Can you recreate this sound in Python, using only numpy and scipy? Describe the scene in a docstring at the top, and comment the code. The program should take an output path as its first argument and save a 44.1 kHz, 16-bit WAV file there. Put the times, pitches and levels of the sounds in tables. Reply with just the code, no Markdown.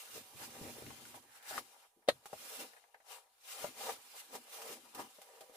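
"""Holstering a handgun in a car

A seated man in a parked car pushes a handgun into a stiff holster and tucks it into his waistband.
Jacket sleeves and the seat belt slide and crumple, and the leather rumbles, rasps and ticks.
The gun knocks against the holster and seats with one loud snap. The small padded cabin answers the
knocks and the snap within a few milliseconds; a phone close by listens through two microphones."""
import sys
import numpy as np
from scipy import signal
from scipy.fft import rfft, irfft, next_fast_len
from scipy.io import wavfile
from scipy.ndimage import uniform_filter1d, map_coordinates

SR = 44100
rng = np.random.default_rng(int(sys.argv[2]) if len(sys.argv) > 2 else 0)


def materialize(psi):
    """Save the field psi as 16-bit PCM at rate SR to the path in sys.argv[1].

    A 1-D psi becomes a single channel; in a 2-D psi each row is a channel.
    """
    bounded = np.clip(np.atleast_2d(psi).T, -1, 1)
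    quanta = np.round(bounded * 32767).astype(np.int16)
    wavfile.write(sys.argv[1], SR, quanta)


N = 245195

# The tone colour of each noise. Columns: frequency_hz, gain_db
HISS_COLOUR = [(20, 4.5), (100, 1.5), (300, -41), (550, -15), (800, 16.5), (1100, -15), (3000, -25),
               (10000, 4), (15500, -5)]  # still cabin and microphone hiss
PADDING_COLOUR = [(20, -26), (45, -32.5), (90, -17), (135, -7), (170, -15.5), (230, 9.5), (280, 5),
                  (350, 4), (480, -7.5), (900, -37)]  # heavy layers of clothing
WEAVE_COLOUR = [(600, -31), (1200, 3.5), (1800, -2), (2100, 1), (2700, 3), (4300, 1), (7000, 0.5),
                (10000, 1), (13000, -2), (15500, -4.5)]  # sliding fabric
SLOW_SLIDE_COLOUR = [(500, 1.5), (7000, -1), (11000, 0.5), (15500, -5)]  # how that changes when it slides slowly
FOLD_COLOUR = [(200, -31), (330, -16.5), (450, 2.5), (560, -1), (680, -7.5), (800, 3), (890, -8),
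               (955, 4.5), (1070, -9), (1200, -1), (1450, -11.5), (1750, -4.5), (2200, -11.5), (5000, -33)]  # buckling folds
BACKING_COLOUR = [(25, -24.5), (55, -13.5), (95, 1.5), (140, 0), (200, -14.5), (400, -42)]  # the holster's wide leather backing
RASP_COLOUR = [(450, -43), (800, 8.5), (1100, -2), (1400, 5.5), (1750, 5.5), (2300, -2), (3200, -27.5),
               (6000, -29)]  # the holster's mouth
TICK_COLOUR = [(200, -31.5), (360, -16.5), (480, -2), (760, 4.5), (1150, -9), (1700, 1), (2100, -2.5),
               (3200, -18.5), (8000, -28.5)]  # stiff leather giving way
CRACK_COLOUR = [(300, -24.5), (900, 6.5), (1900, 6), (2500, 0.5), (4150, 5.5), (4750, -7), (7500, -10.5),
                (9300, -7), (12000, -14), (15500, -18)]  # the sharp edge of the snap

# How alike left and right are (1 is the same): frequency_hz, likeness
STEREO_LIKENESS = [(60, 0.49), (300, 0.9), (650, 0.83), (1400, 0), (3000, 0.042), (7000, 0)]
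# How much louder the left microphone is than the right: frequency_hz, gain_db
LEFT_LOUDER = [(60, 1), (300, 1.5), (800, 2.5), (2000, 1.5), (4400, 1.5), (8000, 0.5), (14000, -5.5)]
# How long the cabin rings (a fade is always the time to drop 60 dB): frequency_hz, fade_s
CABIN_FADES = [(100, 0.13), (500, 0.083), (2000, 0.022), (10000, .15)]
# Echoes off the wheel, dashboard and glass: delay_s, gain_db
NEAR_ECHOES = [(.0011, -17.5), (.0026, -8.5), (.0043, -10.5), (.0069, -11)]
# The body shifts under jacket and belt, and holds still around the snap: time_s, effort_db
BODY_EFFORT = [(0, -61), (1.1, -56), (1.27, -68), (1.65, -61), (1.85, -67), (1.94, -80), (2.07, -79),
               (2.135, -65), (2.23, -75.5), (2.4, -57.5), (2.75, -65), (2.92, -76), (3.29, -75.5),
               (3.7, -63), (4.1, -58), (4.45, -61.5), (5.1, -61.5), (5.56, -68.5)]
# The holster is pressed against the belly: peak_s, rise_s, padding_db, backing_db
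BELLY_PRESSES = [ (0.17, 0.058, -58.5, -72), (0.36, 0.026, -56, -62.5), (0.44, 0.058, -55, -64),
                 (0.645, .1, -48, -60.5), (0.88, 0.057, -50, -56.5), (1.05, 0.13, -57, -69.5),
                 (1.555, 0.052, -53, -71), (2.15, 0.066, -72.5, -83.5), (2.42, 0.099, -67, -89),
                 (2.612, 0.029, -48.5, -83), (3.65, 0.043, -51, -71), (3.86, 0.07, -56, -76.5),
                 (4.345, 0.052, -54, -91), (4.735, 0.11, -58, -88), (5.0, 0.036, -47, -66)]
# A sleeve or hand sweeps over cloth: peak_s, rise_s, fall_s, hiss_db, folds_db, hollow_hz
SLEEVE_STROKES = [ (0.01, 0.086, .09, -51, -62.5, 806), (0.164, .07, 0.05, -48.5, -58.5, 477),
                  (0.446, 0.074, 0.036, -47.5, -55, 850), (0.67, .27, 0.28, -53, -55.5, 473),
                  (1.162, .028, 0.027, -56, -58, 800), (1.37, 0.064, 0.032, -57.5, -71, 1010),
                  (1.503, 0.043, 0.07, -45.5, -57.5, 627), (1.585, 0.049, .022, -44, -45.5, 648),
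                  (2.55, 0.2, 0.12, -48, -54.5, 620), (2.613, .025, 0.028, -44.5, -49.5, 650),
                  (3.12, 0.044, 0.073, -51, -50, 830), (3.515, 0.068, 0.072, -47.5, -58, 704),
                  (3.635, 0.091, 0.069, -45.5, -52.5, 643), (3.815, 0.047, 0.093, -46.5, -49.5, 670),
                  (3.9, 0.11, 0.05, -44, -44, 701), (4.2, .075, 0.022, -50.5, -61.5, 890),
                  (4.35, 0.033, 0.028, -48, -46.5, 640), (4.55, 0.061, 0.093, -49.5, -54, 610),
                  (4.725, 0.12, .042, -47.5, -47.5, 550), (5.003, 0.035, 0.04, -48.5, -41, 1000),
                  (5.4, 0.3, 0.21, -65.5, -61, 494), (5.555, 0.022, .05, -58.5, -52.5, 680)]
# Hard knocks make the backing shudder: start_s, level_db
BACKING_JOLTS = [(0.612, -51), (2.087, -53), (2.332, -68), (3.644, -69)]
# The muzzle scrapes harder and harder until it catches: catch_s, rise_s, level_db
MUZZLE_RASPS = [(0.44, .03, -53.5), (0.9, .15, -64.5), (1.37, 0.11, -67), (1.58, 0.11, -47.5),
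                (1.84, 0.024, -67.5)]
# The leather gives way under the grip: start_s, level_db
LEATHER_TICKS = [(2.023, -69), (2.734, -57), (2.766, -55.5), (2.839, -62.5), (2.944, -53), (3.002, -61.5)]
# Gun, holster and buckle touch, and at 4.993 s the folds crumple sharply: start_s, knock_db, pitch_hz, fade_s,
# tick_db
TOUCHES = [ (0.156, -43.5, 447, 0.085, -59), (0.611, -37, 300, 0.052, -70), (0.783, -38, 430, 0.012, -62),
           (0.822, -37.5, 372, 0.021, -72), (0.865, -43.5, 243, 0.084, -66), (0.865, -46, 2160, 0.033, -70),
           (0.9046, -37, 924, 0.028, -59), (1.053, -48.5, 1440, 0.036, -54), (1.143, -40, 814, 0.028, -69),
           (1.426, -62, 950, 0.02, -58), (1.509, -37.5, 668, 0.04, -65), (1.579, -26.5, 1190, 0.016, -49.5),
           (1.963, -65.5, 343, 0.2, -93), (2.257, -41.5, 840, 0.037, -49), (2.3297, -28, 557, 0.026, -55.5),
           (3.643, -27.5, 575, 0.047, -52.5), (4.344, -50, 250, 0.095, -65),
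           (4.352, -38.5, 478, 0.035, -46), (4.617, -46, 1000, 0.047, -47), (4.698, -47.5, 378, 0.079, -60),
           (4.948, -51, 262, 0.08, -46), (4.993, -41, 816, 0.06, -59.5), (5.1836, -46.5, 537, 0.043, -81),
           (5.216, -54, 720, .03, -52.5), (5.408, -53, 534, 0.2, -51.5), (5.496, -49.5, 462, 0.066, -74)]
# The gun rides over the bump that holds it in, then hits bottom: start_s, thump_db, rattle_db
SNAP_CONTACTS = [(2.0781, -41, -40.5), (2.0822, -33.5, -38), (2.0864, -13.5, -18), (2.0903, -30.5, -19.5)]
# The notes of the holster's shell: pitch_hz, level_db, fade_s
SHELL_NOTES = [(587, 7, 0.019), (386, -23.5, 0.059), (720, -14.5, 0.034), (947, -15.5, 0.035)]
# The notes of the gun's slide and the stiff holster walls: pitch_hz, level_db, fade_s
RATTLE_NOTES = [(1272, -9, .05), (1400, -9, .05), (1630, -5, .06), (1897, 1, .065), (2127, -3, .06),
                (2845, -3, .045), (3640, -1, .05), (3790, -2, .045), (3948, -5, .06), (4155, -3, .05),
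                (4460, -4, .05)]

SIDES = np.array([[1], [-1]])  # plus for left, minus for right


def amp(db):
    """Turn decibels into a gain."""
    return 10 ** (np.asarray(db) / 20)


def unit(x):
    """Scale a signal to an average power of 1."""
    return x / np.sqrt(np.mean(x ** 2) + 1e-20)


def along(points, hz):
    """Read a table between its rows, on a log frequency scale."""
    frequencies, values = np.transpose(points)
    return np.interp(np.log(hz + 1), np.log(frequencies + 1), values)


def wobble(per_s):
    """A smooth curve through per_s random values a second."""
    values = rng.standard_normal(int(N * per_s / SR) + 4)
    return map_coordinates(values, [np.arange(N) * per_s / SR])


def filtered(x, response):
    """Multiply each frequency in x by response(hz)."""
    length = x.shape[-1]
    padded = next_fast_len(length + 8192)
    return irfft(rfft(x, padded) * response(np.fft.rfftfreq(padded, 1 / SR)), padded)[..., :length]


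def stereo(pair, colour):
    """Turn two unrelated noises into a coloured stereo pair of power 1, alike in the bass."""
    def response(hz):
        angle = np.arccos(np.clip(along(STEREO_LIKENESS, hz), -1, 1)) / 2
        return amp(along(colour, hz)) * [np.cos(angle), np.sin(angle)]
    mid, side = filtered(pair, response)
    return unit(np.array([mid + side, mid - side]))


def slips(per_s, scatter_db):
    """Rubbing surfaces stick and let go: two trains of tiny clicks, random in time and size."""
    happens = rng.random((2, N)) < per_s / SR
    direction = np.sign(rng.standard_normal((2, N)))
    return unit(happens * direction * amp(scatter_db * rng.standard_normal((2, N))))


def add(track, start_s, sound):
    """Mix a sound into the track."""
    start = round(start_s * SR)
    track[:, start:start + sound.shape[-1]] += sound[..., :N - start]


def swell(peak_s, rise_s, fall_s):
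    """Gain of one movement: 10.5 dB down at rise_s before its peak and at fall_s after it."""
    t = np.arange(N) / SR - peak_s
    away = np.maximum(-t / rise_s, t / fall_s)
    gain, near = np.zeros(N), away < 6
    roundness = np.where(t[near] < 0, 1.47, 1.4)
    gain[near] = amp(-10.5 * np.abs(away[near]) ** roundness)
    return gain


def dying(events, fade_s):
    """A gain that jumps at each event and dies away."""
    t = np.arange(N) / SR
    return sum((t >= s) * amp(db - 60 * np.clip((t - s) / fade_s, 0, 2)) for s, db in events)


def together(levels_db, gains):
    """Level in dB of overlapping movements, whose powers add."""
    return 10 * np.log10(sum((amp(db) * gain) ** 2 for db, gain in zip(levels_db, gains)) + 1e-20)


def drifting(pair, depth_db):
    """The spots that touch keep changing, so the colour of the rubbing drifts."""
    spectra = signal.stft(pair, nperseg=512)[2]
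    drift = uniform_filter1d(rng.standard_normal(spectra.shape), size=4, axis=1)
    drift = unit(uniform_filter1d(drift, size=9, axis=2))
    return unit(signal.istft(spectra * amp(depth_db * drift), nperseg=512)[1][:, :N])


def cabin_hiss():
    """The faint, steady noise of the cabin and the microphones."""
    return amp(-80) * stereo(rng.standard_normal((2, N)), HISS_COLOUR)


def cabin_echo(x, glass_s, glass_db, tail_db):
    """The direct sound, one bounce off the windscreen and a short tail among the seats."""
    hz, t, spectra = signal.stft(rng.standard_normal((2, SR // 4)), SR, nperseg=128)
    fade = amp(-60 * t / along(CABIN_FADES, hz)[:, None])
    tail = signal.istft(spectra * fade, SR, nperseg=128)[1]
    tail = stereo(tail, [(100, 0.017), (10000, 0.0)])
    answer = amp(tail_db) * tail / np.linalg.norm(tail[0])
    answer[:, 0] += amp(glass_db)
    echo = signal.fftconvolve(x, answer, axes=1)[:, :N]
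    return x + filtered(echo, lambda hz: np.exp(-2j * np.pi * hz * glass_s))


def near_echoes(pair):
    """Close surfaces boost some pitches and cancel others, a little differently on each side."""
    paths = [(s * (1 + .12 * rng.standard_normal((2, 1))), db) for s, db in NEAR_ECHOES]
    response = lambda hz: 1 + sum(amp(db) * np.exp(-2j * np.pi * hz * s) for s, db in paths)
    return unit(filtered(pair, response))


def press_levels(effort):
    """Each press squeezes the padding and bends the backing, then lets go more slowly."""
    peak_s, rise_s, padding_db, backing_db = np.transpose(BELLY_PRESSES)
    forces = [swell(peak, rise, fall_s=1.49 * rise) for peak, rise in zip(peak_s, rise_s)]
    body_db = -19.5  # the shifting body stirs the padding too
    return together([body_db, *padding_db], [effort, *forces]), together(backing_db, forces)


def padding_bumps(level_db):
    """Heavy layers shift against the body and the seat in dull bumps."""
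    return amp(level_db - 7.5) * stereo(slips(per_s=700, scatter_db=3.5), PADDING_COLOUR)


def stroke_curves(effort):
    """Hiss level, fold level and hollow pitch; the stroke that folds most cloth leads the pitch."""
    peak_s, rise_s, fall_s, hiss_db, stroke_folds_db, hollow_hz = np.transpose(SLEEVE_STROKES)
    brisk_db, resting_hz = -61.5, 800
    speeds = [swell(*row) for row in zip(peak_s, rise_s, fall_s)]
    body_folding = (effort / amp(brisk_db)) ** 0.6  # as the body slows, folds fade less than hiss
    folding = [body_folding, *speeds]
    folds_db = [brisk_db - 5.5, *stroke_folds_db]
    shares = [(amp(db) * gain) ** 2 for db, gain in zip(folds_db, folding)]
    pitch_hz = sum(hz * share for hz, share in zip([resting_hz, *hollow_hz], shares)) / sum(shares)
    return together([0, *hiss_db], [effort, *speeds]), together(folds_db, folding), pitch_hz


def sliding_cloth(level_db):
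    """Threads catch on threads: a fine hiss that flutters, sways and brightens with speed."""
    threads = stereo(slips(per_s=12000, scatter_db=1.0), WEAVE_COLOUR)
    fast = drifting(near_echoes(threads), depth_db=2.0)
    slow = filtered(fast, lambda hz: amp(along(SLOW_SLIDE_COLOUR, hz)))
    speed = np.interp(level_db, [-64, -50], [0, 1])
    sway_db = 1.1 * wobble(per_s=5) * SIDES
    flutter_db = 0.77 * wobble(per_s=70)
    return amp(level_db + flutter_db + sway_db) * (speed * fast + (1 - speed) * slow)


def hand_hollow(pair, centre_hz, boost_db, width_octaves):
    """The hollow under the hand boosts a gliding pitch and keeps the loudness the same."""
    hz, t, spectra = signal.stft(pair, SR, nperseg=512)
    octaves_away = np.log2((hz[:, None] + 1) / np.interp(t, np.arange(N) / SR, centre_hz))
    gain = amp(boost_db * np.exp(-(octaves_away / width_octaves) ** 2))
    gain /= np.linalg.norm(gain * amp(along(FOLD_COLOUR, hz))[:, None], axis=0)
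    return unit(signal.istft(spectra * gain, SR, nperseg=512)[1][:, :N])


def crumpling_folds(level_db, hollow_hz):
    """Folds of jacket and leather buckle in small hollow crackles."""
    crackles = stereo(slips(per_s=1700, scatter_db=2.5), FOLD_COLOUR)
    crackles = hand_hollow(crackles, hollow_hz, boost_db=7.5, width_octaves=0.58)
    return amp(level_db - 3.12 + 3.0 * wobble(per_s=37)) * crackles


def backing_rumble(bend_db):
    """The leather backing rumbles as it is bent or jolted."""
    gain = amp(bend_db) + dying(BACKING_JOLTS, fade_s=0.19)
    return gain * stereo(slips(per_s=400, scatter_db=5.5), BACKING_COLOUR)


def muzzle_rasp():
    """The muzzle scratches along the holster's mouth and stops short when it catches."""
    scratches = stereo(slips(per_s=2000, scatter_db=3.5), RASP_COLOUR)
    push = sum(amp(db) * swell(catch_s, rise_s, fall_s=.018) for catch_s, rise_s, db in MUZZLE_RASPS)
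    return push * drifting(scratches, depth_db=3)


def leather_ticks():
    """Stiff leather gives way in small dry ticks."""
    giving = dying(LEATHER_TICKS, fade_s=0.081)
    ticks = stereo(giving * slips(per_s=10000, scatter_db=1.0), TICK_COLOUR)
    return np.sqrt(np.mean(giving ** 2)) * ticks


def knocks():
    """Each touch is a short note, a rough burst around that note and a bright tick of scraped fabric."""
    out, t = np.zeros((2, N)), np.arange(SR // 6) / SR
    for start_s, knock_db, hz, fade_s, tick_db in TOUCHES:
        note = np.sin(2 * np.pi * hz * t)
        around_note = [(hz / 6, -24), (hz * .4, -13), (hz * .77, -2),
                       (hz * 1.21, 0), (hz * 3.1, -21), (hz * 6, -42)]
        burst = stereo(rng.standard_normal((2, len(t))), around_note)
        tick = stereo(rng.standard_normal((2, len(t))), WEAVE_COLOUR)
        onset = 1 - np.exp(-3 * t * hz)  # a padded touch builds up over a third of a cycle
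        knock = amp(knock_db - 60 * t / fade_s) * onset * (.65 * note + .5 * burst)
        add(out, start_s, knock + amp(tick_db - 60 * t / 0.074) * tick)
    return cabin_echo(out, glass_s=.0048, glass_db=-8, tail_db=-5)


def holster_snap():
    """The gun seats: four quick contacts thump the holster's shell and rattle the slide."""
    out, t = np.zeros((2, N)), np.arange(SR // 4) / SR
    shell = sum(amp(db - 60 * t / fade_s) * np.sin(2 * np.pi * hz * t) for hz, db, fade_s in SHELL_NOTES)
    shell *= 1 - np.exp(-t / .0012)
    for start_s, thump_db, rattle_db in SNAP_CONTACTS:
        # short waves reach each microphone at a different point in their cycle
        ring = sum(amp(db - 60 * t / fade_s) * np.sin(2 * np.pi * hz * t + rng.normal(0, 1.0, (2, 1)))
                   for hz, db, fade_s in RATTLE_NOTES)
        crack = stereo(rng.standard_normal((2, len(t))), CRACK_COLOUR) * amp(-60 * t / 0.058)
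        add(out, start_s, amp(thump_db) * shell + amp(rattle_db) * (.12 * ring + .32 * crack))
    out = signal.lfilter(*signal.butter(2, 130, "high", fs=SR), out)  # a small shell gives off no bass
    lean_left_db, right_lead_s = .4, .00009
    out = amp(lean_left_db * SIDES) * out
    out = filtered(out, lambda hz: np.exp(-1j * np.pi * hz * right_lead_s * SIDES))
    return cabin_echo(out, glass_s=.0055, glass_db=-26, tail_db=-14)


def scene():
    """Cloth, leather, knocks and the snap over the quiet of the cabin."""
    effort = amp(np.interp(np.arange(N) / SR, *np.transpose(BODY_EFFORT)))
    slide_db, fold_db, hollow_hz = stroke_curves(effort)
    padding_db, backing_db = press_levels(effort)
    hiss = cabin_hiss()
    cloth = sliding_cloth(slide_db) + crumpling_folds(fold_db, hollow_hz) + padding_bumps(padding_db)
    leather = backing_rumble(backing_db) + muzzle_rasp() + leather_ticks()
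    return hiss + cloth + leather + knocks() + holster_snap()


def record(dry):
    """The two microphones differ in colour and lose the very highest treble."""
    top_hz = 15550
    microphones = filtered(dry, lambda hz: amp(along(LEFT_LOUDER, hz) / 2 * SIDES))
    return filtered(microphones, lambda hz: hz < top_hz)


dry = scene()
out = record(dry)
materialize(out)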